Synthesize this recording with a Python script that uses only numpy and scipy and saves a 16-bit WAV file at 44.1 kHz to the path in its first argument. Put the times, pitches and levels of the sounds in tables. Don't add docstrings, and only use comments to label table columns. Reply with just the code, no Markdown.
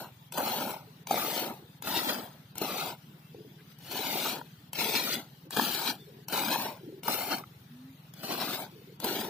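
import sys
import numpy as np
from scipy import signal
from scipy.fft import rfft, irfft
from scipy.io import wavfile
from scipy.ndimage import uniform_filter1d

SR = 44100
rng = np.random.default_rng(int(sys.argv[2]) if len(sys.argv) > 2 else 0)


def voltage_ratio(decibels):
    exponent = np.asarray(decibels, float) / 20
    return 10 ** exponent


def materialize(psi):
    bounded = np.clip(np.atleast_2d(psi).T, -1, 1)
    quanta = np.round(bounded * 32767).astype(np.int16)
    wavfile.write(sys.argv[1], SR, quanta)


N = 409688
T = np.arange(N) / SR

# [t/s, firings per second/Hz]
ENGINE_SPEED = [(0.0, 20.73), (0.8, 20.0), (1.6, 18.42), (2.4, 18.62), (3.2, 18.96), (4.0, 18.66),
                (4.8, 18.66), (5.6, 19.16), (6.2, 18.83), (6.8, 19.83), (7.4, 21.3), (8.0, 20.62),
                (8.6, 19.89), (9.3, 19.37)]
FIRST_TURN = -.54
# [f/Hz, level/dB]
YARD_SPECTRUM = [(24, -56), (40, -40), (146, 6), (408, -12.5), (578, -16), (953, -11), (1160, -13.5),
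                 (1780, -15), (2400, -17), (3670, -15.5), (7020, -26), (7560, -28.5), (11900, -26.5),
                 (15600, -21.5)]
YARD_DB = -53.5
# [f/Hz, correlation]
YARD_LIKENESS = [(40, 0.51), (120, 0.94), (240, 0.98), (950, 0.21), (3770, 0.025), (15000, 0.13)]
# [start t/s, length/s, f/Hz, level/dB, blur/Hz]
CHIRPS = [
    (3.192, 0.16, 2700, -66, 60),
    (3.578, 0.049, 1920, -55.5, 500),
    (5.965, 0.099, 3500, -57, 80.4),
]
# [t/s, f/Hz, level/dB]
COW_LOW = [
    (7.69, 234, -72),
    (7.708, 236, -50),
    (7.894, 269, -48.5),
    (7.96, 260, -56),
]
# [t/s, level/dB]
RUSTLE = [
    (3.45, -82),
    (3.724, -41),
    (3.774, -88),
    (3.79, -68),
]
# [t/s, level/dB]
SLOSH = [(.89, -48), (1.63, -44.5), (2.35, -78), (3.07, -57), (3.37, -38), (3.55, -56), (4.7, -69),
         (5.46, -42.5), (6.01, -42), (6.11, -43.5), (6.85, -39), (6.9, -32), (6.988, -48), (7.442, -49),
         (8.74, -43.5), (8.88, -43.5)]
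LURCH_DB_PER_S, SETTLE_DB_PER_S = 300, 95
# [t/s, peak level/dB, bubble f/Hz, splat level/dB re peak]
SLUGS = [(0.381, -16.5, 929, 1), (0.408, -17, 700, -22), (1.11, -6.5, 750, -14.5), (1.142, -10.5, 660, -23),
         (1.872, -22, 1300, -16), (1.972, -19.5, 355, -8), (2.104, -21, 890, -7), (2.581, -31, 930, 13.5),
         (2.616, -15.5, 390, -7), (3.346, -30.5, 455, -32), (3.389, -39, 382, -28), (3.911, -32.5, 383, -8),
         (4.414, -22.5, 891, -45), (5.14, -29, 300, 12), (5.568, -16.5, 420, -20), (5.596, -5.5, 970, -24),
         (6.345, -23, 820, 1), (6.558, -13, 838, -24), (7.082, -13, 926, -2.5), (7.385, -44, 956, 20),
         (7.438, -28.5, 1200, -16), (8.233, -37, 690, 10), (9.025, -35, 710, 3), (9.044, -24, 440, 12.5),
         (9.067, -21, 387, -23)]
TICK_DB, TICK_HZ, TICK_SPLAT_DB, SLOW_START_S = 12.5, 960, 8, .029
# [first drop t/s, thin thread lasts/s]
JETS = [(-.35, .05), (.323, .052), (1.071, .038), (1.823, .05), (2.555, .06), (3.787, .124), (4.732, .055),
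        (5.507, .058), (6.284, .04), (7.033, .047), (8.138, .094), (9.001, .041)]
# [lets go after/s, spray level/dB, tightens/(dB/s), dies away/(dB/s)]
HAND = [(0.38, -46.5, -9, 302), (0.4, -39, -14.5, 239), (0.37, -39, -3, 173), (0.32, -38.5, -11.5, 124),
        (0.37, -40.5, -9, 600), (0.53, -38, 15.5, 233), (.43, -35, -9.5, 259), (0.42, -35.5, -14, 461),
        (.38, -38, -11.5, 204), (0.37, -41.5, -29.5, 600), (0.47, -41.5, 18, 300), (0.26, -40, -19, 200)]
# [fizz, gurgle, drum level/dB re spray, air cavity f/Hz]
LANDING = [(3, 5.5, 1, 760), (1.5, 2.5, -2.5, 700), (2.5, 1.5, -1.5, 700), (1.5, -0.5, -2, 760),
           (0, 1, -1, 720), (-0.5, -3.5, -3.5, 720), (-1, -6, -5, 750), (0, -5, -5.5, 830),
           (1.5, 1, -2.5, 770), (4, 3, -1.5, 760), (-1, -2, -2.5, 750), (1, 0.5, 1.5, 720)]
# [peak t/s, spray level/dB, froth level/dB]
SURGES = [(.4, -8, 3), (.672, -4.5, 3), (.72, -3, -0.5), (1.45, 1, 0.5), (1.515, -2.5, 4.5),
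          (1.189, 1.5, 5.5), (1.38, 4, 0.5), (1.977, 7.5, 2.5), (2.1, 6.5, 5.5), (2.8, 4, 1.5),
          (4.0, 1.5, 2.5), (4.31, 0.5, -4.5), (4.798, 3.5, 1.5), (4.971, 6.5, 4.5), (5.13, 5, -1.5),
          (5.592, -1, 6.5), (5.76, 0, -2.5), (5.89, 7.5, 4), (6.385, 2.5, 0), (6.53, 5.5, 4),
          (7.135, 3.5, -1.5), (7.331, 10.5, 10.5), (8.318, 5, 7.5), (8.418, 5.5, 7.5), (8.6, -7, -2),
          (9.1, 2.5, -1.5), (9.17, 3, 1.5)]
SURGE_S = 0.022
# [f/Hz, level/dB]
SPRAY_SPECTRUM = [(820, -31), (1400, 23.5), (1880, 10.5), (2320, 6.5), (2700, 2), (4160, 5.5), (7100, -8),
                  (11100, -7), (12000, -6.5), (14700, 0), (15600, 3.5)]
THREAD_DB, BUILD_DB_PER_S, THREAD_BODY_DB = -5, 115, -6
GAP_DB, GAP_S = 4, .009
ARCH_DB, KNEE_S = 0.5, 0.015
PUNCH_DB, PUNCH_S = 2.5, 0.022
LINGER_DB, DRUM_FADE = 5.5, 0.96
FIZZ_SHARE = 0.29
CRACKLE_DB, CRACKLE_DB_PER_S = -20, 65
# [left delay/ms, right delay/ms, wander/ms, level/dB]
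WALL = [
    (.3, .36, .04, -11),
    (.7, .62, .07, -11),
    (1.3, 1.42, .12, -10),
    (2.3, 2.15, .15, -10),
]
# [f/Hz, phase/radians]
PORT_LEAD = [(130, 0), (250, 0.48), (700, 0.56), (1500, 0.0013), (3000, 0)]
# [f/Hz, level/dB]
PORT_RESPONSE = [(20, -18), (60, -5.5), (100, -6.5), (170, -1.5), (11000, -5.5), (11350, -7.5), (11650, -1),
                 (15400, -5), (15750, -24), (16400, -72)]
# [f/Hz, level difference/dB]
PORT_LEAN = [(300, 0), (400, 2), (700, -2.5), (1300, 1.5), (2400, 3), (4400, 5), (8000, 6), (15000, 11)]
# [f/Hz, level/dB re neighbours]
FAINTEST_HELD = [(1000, -22), (2000, -8.5), (3000, -6), (5000, -5.5), (7000, -3.5), (11000, -4),
                 (15000, -5)]


def evened(x):
    return x / np.sqrt(np.mean(x ** 2) + 1e-20)


def read(points, hz):
    f, value = np.transpose(points)
    return np.interp(np.log(hz + 1), np.log(f + 1), value)


def coloured(x, points, lo_hz, hi_hz):
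    hz = np.fft.rfftfreq(N, 1 / SR)
    edge = 1 / np.sqrt((1 + (lo_hz / (hz + 1)) ** 12) * (1 + (hz / hi_hz) ** 12))
    return evened(irfft(rfft(x) * voltage_ratio(read(points, hz)) * edge, N))


def drift(t, hz):
    rates = np.geomspace(hz / 10, hz, 20)
    return evened(sum(np.sin(2 * np.pi * (f * t + rng.random())) / np.sqrt(f) for f in rates))


def clicks(per_s, spread_db):
    size = voltage_ratio(spread_db * np.minimum(rng.exponential(1, N), 4)) * rng.choice([-1, 1], N)
    return size * (rng.random(N) < per_s / SR)


def bubble(hz, turns, glide):
    u = np.arange(int(4 * turns * SR / hz)) * hz / SR / turns
    ring = np.sin(2 * np.pi * turns * (u + glide * u ** 2 / 2))
    return ring * np.exp(-u) * np.tanh(u * turns) * np.sqrt(hz / turns)


def bubbles(lo_hz, hi_hz, centre_hz, octaves, per_s, spread_db, turns, glide, count=16):
    sizes_hz = np.geomspace(lo_hz, hi_hz, count)
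    away = np.log2(sizes_hz[:, None] / centre_hz[::64]) / octaves
    odds = np.exp(-.5 * away ** 2) + 0.078
    odds = np.repeat(odds / odds.sum(0), 64, axis=1)[:, :N]
    swarm = 0
    for hz, share in zip(sizes_hz, odds):
        swarm = swarm + signal.oaconvolve(clicks(per_s * share, spread_db), bubble(hz, turns, glide))[:N]
    return evened(swarm)


def yard():
    frames, hz = N // 256 + 5, np.fft.rfftfreq(1024, 1 / SR)
    a, b, c, d, patches = rng.standard_normal((frames, 513, 5)).T
    patches = evened(uniform_filter1d(uniform_filter1d(patches, size=10, axis=0), size=12, axis=1))
    same = np.clip(read(YARD_LIKENESS, hz), -1, 1)[:, None]
    left = a + 1j * b
    right = same * left + np.sqrt(1 - same ** 2) * (c + 1j * d)
    z = np.array([left, right]) * voltage_ratio(read(YARD_SPECTRUM, hz)[:, None] + 1.7 * patches)
    return voltage_ratio(YARD_DB) * evened(signal.istft(z, nperseg=1024, noverlap=768)[1][:, :N])


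def engine():
    turns = FIRST_TURN + np.cumsum(np.interp(T, *np.transpose(ENGINE_SPEED))) / SR
    fired = np.diff(np.floor(turns), prepend=0) > 0
    t = np.arange(-600, 2400) / SR
    out = np.zeros(N)
    which = rng.integers(0, 4, N)
    for k, hz in enumerate((117, 142.6, 144.5, 149)):
        shape = np.exp(-.5 * (t / 0.0055) ** 2) + 0.064 * np.exp(-abs(t - .012) / 0.023)
        thud = shape * np.sin(2 * np.pi * (hz * t + rng.random()))
        strength = voltage_ratio(0.24 * rng.standard_normal(N))
        out += signal.oaconvolve(fired * (which == k) * strength, thud)[600:N + 600]
    return voltage_ratio(-43) * out


def chirps():
    out = np.zeros(N)
    for s, length, hz, db, blur_hz in CHIRPS:
        wobble = evened(uniform_filter1d(rng.standard_normal(N), size=100))
        swell = np.sin(np.pi * np.clip((T - s) / length, 0, 1))
        out += voltage_ratio(db) * swell * np.sin(2 * np.pi * np.cumsum(hz + blur_hz * wobble) / SR)
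    return out


def cow():
    s, hz, db = np.transpose(COW_LOW)
    tone = np.sin(2 * np.pi * np.cumsum(np.interp(T, s, hz)) / SR)
    level = voltage_ratio(uniform_filter1d(np.interp(T, s, db, -110, -110), size=600))
    return np.sqrt(2) * level * tone


def rustle():
    grains = [coloured(clicks(per_s=8200, spread_db=-5.0), SPRAY_SPECTRUM, 2300, 16000) for port in "lr"]
    level_db = np.interp(T, *np.transpose(RUSTLE), -120, -120)
    return voltage_ratio(level_db - 13.5) * np.array(grains)


def slosh():
    knocks = bubbles(250, 520, np.full(N, 370.), octaves=0.18, per_s=88, spread_db=3.0,
                     turns=4.8, glide=0.013, count=8)
    level = 0
    for s, db in SLOSH:
        away_db = np.maximum(LURCH_DB_PER_S * (s - T), SETTLE_DB_PER_S * (T - s))
        level = level + voltage_ratio(db - away_db - 8.5)
    return level * knocks


def slugs():
    out, t = np.zeros(N + SR), np.arange(600) / SR
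    lumps = []
    for (s, thread), (held, db, *grip) in list(zip(JETS, HAND))[1:]:
        lumps.append((s, db + TICK_DB - (thread / SLOW_START_S) ** 2, TICK_HZ, TICK_SPLAT_DB))
    lumps.extend(SLUGS)
    for s, db, hz, splat_db in lumps:
        at = round(s * SR)
        for size, ring_db in ((0.972, -3.0), (0.614, -33), (1.49, -9)):
            ring = bubble(hz * size, turns=1.3, glide=.04)
            out[at:at + len(ring)] += voltage_ratio(db + ring_db) * ring / abs(ring).max()
        noise = rng.standard_normal(600)
        splat = (noise - uniform_filter1d(noise, size=24)) * np.exp(-t / .002)
        out[at:at + 600] += voltage_ratio(db + splat_db - 9) * splat
    return out[:N]


def squeeze():
    which = np.searchsorted(np.transpose(JETS)[0], T, side="right") - 1
    start, thread = np.transpose(JETS)[:, which]
    held, db, tighten, dying = np.transpose(HAND)[:, which]
    fizz_db, gurgle_db, drum_db, cavity_hz = np.transpose(LANDING)[:, which]
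    u = T - start
    thin = u < thread

    def fade(late):
        return dying * KNEE_S * np.logaddexp(0, (u - held - late) / KNEE_S)

    flow = db + thin * (THREAD_DB - BUILD_DB_PER_S * (thread - u))
    flow += tighten * (np.minimum(u, held) - held / 2)
    flow -= GAP_DB * np.exp(-.5 * ((u - GAP_S) / (GAP_S / 2)) ** 2)
    peak, *swell = np.transpose(SURGES)
    spray_surge, froth_surge = swell @ np.exp(-.5 * ((T - peak[:, None]) / SURGE_S) ** 2)

    spray = flow + spray_surge + ARCH_DB * np.sin(np.pi * np.clip(u / held, 0, 1))
    spray -= np.minimum(fade(0), CRACKLE_DB_PER_S * abs(u - held) - CRACKLE_DB)
    fizz = spray + fizz_db - (1 - FIZZ_SHARE) * spray_surge
    punch = PUNCH_DB * np.exp(-abs(u - thread) / PUNCH_S)
    body = flow + froth_surge + np.where(thin, THREAD_BODY_DB * (1 - u / thread), punch)
    closing = fade(LINGER_DB / dying)
    return spray, fizz, body + gurgle_db - closing, body + drum_db - DRUM_FADE * closing, cavity_hz


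def jets():
    spray_db, fizz_db, gurgle_db, drum_db, cavity_hz = squeeze()
    flutter = np.interp(T, T[::64], drift(T[::64], hz=70.33))
    shared, *own = (evened(clicks(per_s=2000, spread_db=3.5)) + 1.06 * rng.standard_normal(N)
                    for k in range(3))
    drops = shared + 0.82 * np.array(own)
    spray = voltage_ratio(spray_db) * coloured(drops, SPRAY_SPECTRUM, 2320, 7140)
    spray += voltage_ratio(fizz_db) * coloured(drops, SPRAY_SPECTRUM, 7440, 16000)
    gurgle = bubbles(480, 1400, cavity_hz, octaves=0.3, per_s=900, spread_db=1.5, turns=3.17, glide=0.16)
    fine_froth = coloured(drops, [(400, 3.5), (1800, -11.5)], 545, 2220)
    gurgle = gurgle + 0.37 * fine_froth
    drum = bubbles(190, 420, np.full(N, 300.), octaves=0.45, per_s=220, spread_db=3.0,
                   turns=2.41, glide=0.064)
    body = voltage_ratio(gurgle_db + 4.5) * gurgle + voltage_ratio(drum_db + 1.5) * drum
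    return voltage_ratio(0.44 * flutter + 2.0) * spray + voltage_ratio(0.87 * flutter) * body


def bucket(x):
    hz, t, z = signal.stft(x, SR, nperseg=1024, noverlap=896)
    turn = -2j * np.pi * hz[:, None]
    paths = np.ones(z.shape, complex)
    sweep = .00005 * drift(t, hz=8.)
    paths[1] = np.exp(1j * read(PORT_LEAD, hz))[:, None] * np.exp(turn * sweep)
    for left_ms, right_ms, wander_ms, db in WALL:
        for path, ms in zip(paths, (left_ms, right_ms)):
            delay = abs(ms + wander_ms * drift(t, hz=3.)) / 1000
            path += voltage_ratio(db) * np.exp(turn * delay)
    paths /= np.sqrt(uniform_filter1d(abs(paths) ** 2, size=60, axis=1))
    return signal.istft(paths * z, SR, nperseg=1024, noverlap=896)[1][:, :N]


def scene():
    background = yard() + engine() + chirps() + cow() + rustle()
    return background + bucket(slosh() + slugs() + jets())


def thinned(x):
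    mid_side = np.array([x[0] + x[1], x[0] - x[1]]) / 2
    hz, t, z = signal.stft(mid_side, SR, nperseg=1024, noverlap=768)
    near = uniform_filter1d(uniform_filter1d(abs(z) ** 2, size=5, axis=1), size=11, axis=2)
    over_db = 10 * np.log10(abs(near / uniform_filter1d(near, size=40, axis=1)) + 1e-9)
    chance = uniform_filter1d(rng.standard_normal(z.shape), size=5, axis=1)
    chance = evened(uniform_filter1d(chance, size=16, axis=2))
    lost = over_db + 2.2 * chance < read(FAINTEST_HELD, hz)[:, None]
    lost = uniform_filter1d(1. * lost, size=3, axis=1) > .3
    gain_db = .5 * np.clip(over_db, -6, 6) - 40 * lost
    peak_db = 10 * np.log10(abs(z) ** 2 / abs(near) + 1e-3)
    gain_db += .65 * np.clip(hz[:, None] / 5000, 0, 1) * peak_db
    z = z * voltage_ratio(gain_db * (hz[:, None] > 900))
    mid, side = signal.istft(z, SR, nperseg=1024, noverlap=768)[1][:, :N]
    return np.array([mid + side, mid - side])


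def roll_off(x):
    return signal.sosfilt(signal.butter(12, 16850, fs=SR, output="sos"), x)


def record(dry):
    hz = np.fft.rfftfreq(N, 1 / SR)
    lean_db = np.array([[.5], [-.5]]) * read(PORT_LEAN, hz)
    ports = irfft(rfft(dry) * voltage_ratio(read(PORT_RESPONSE, hz) + lean_db), N)
    mix = thinned(ports)
    return roll_off(mix)


dry = scene()
out = record(dry)
materialize(out)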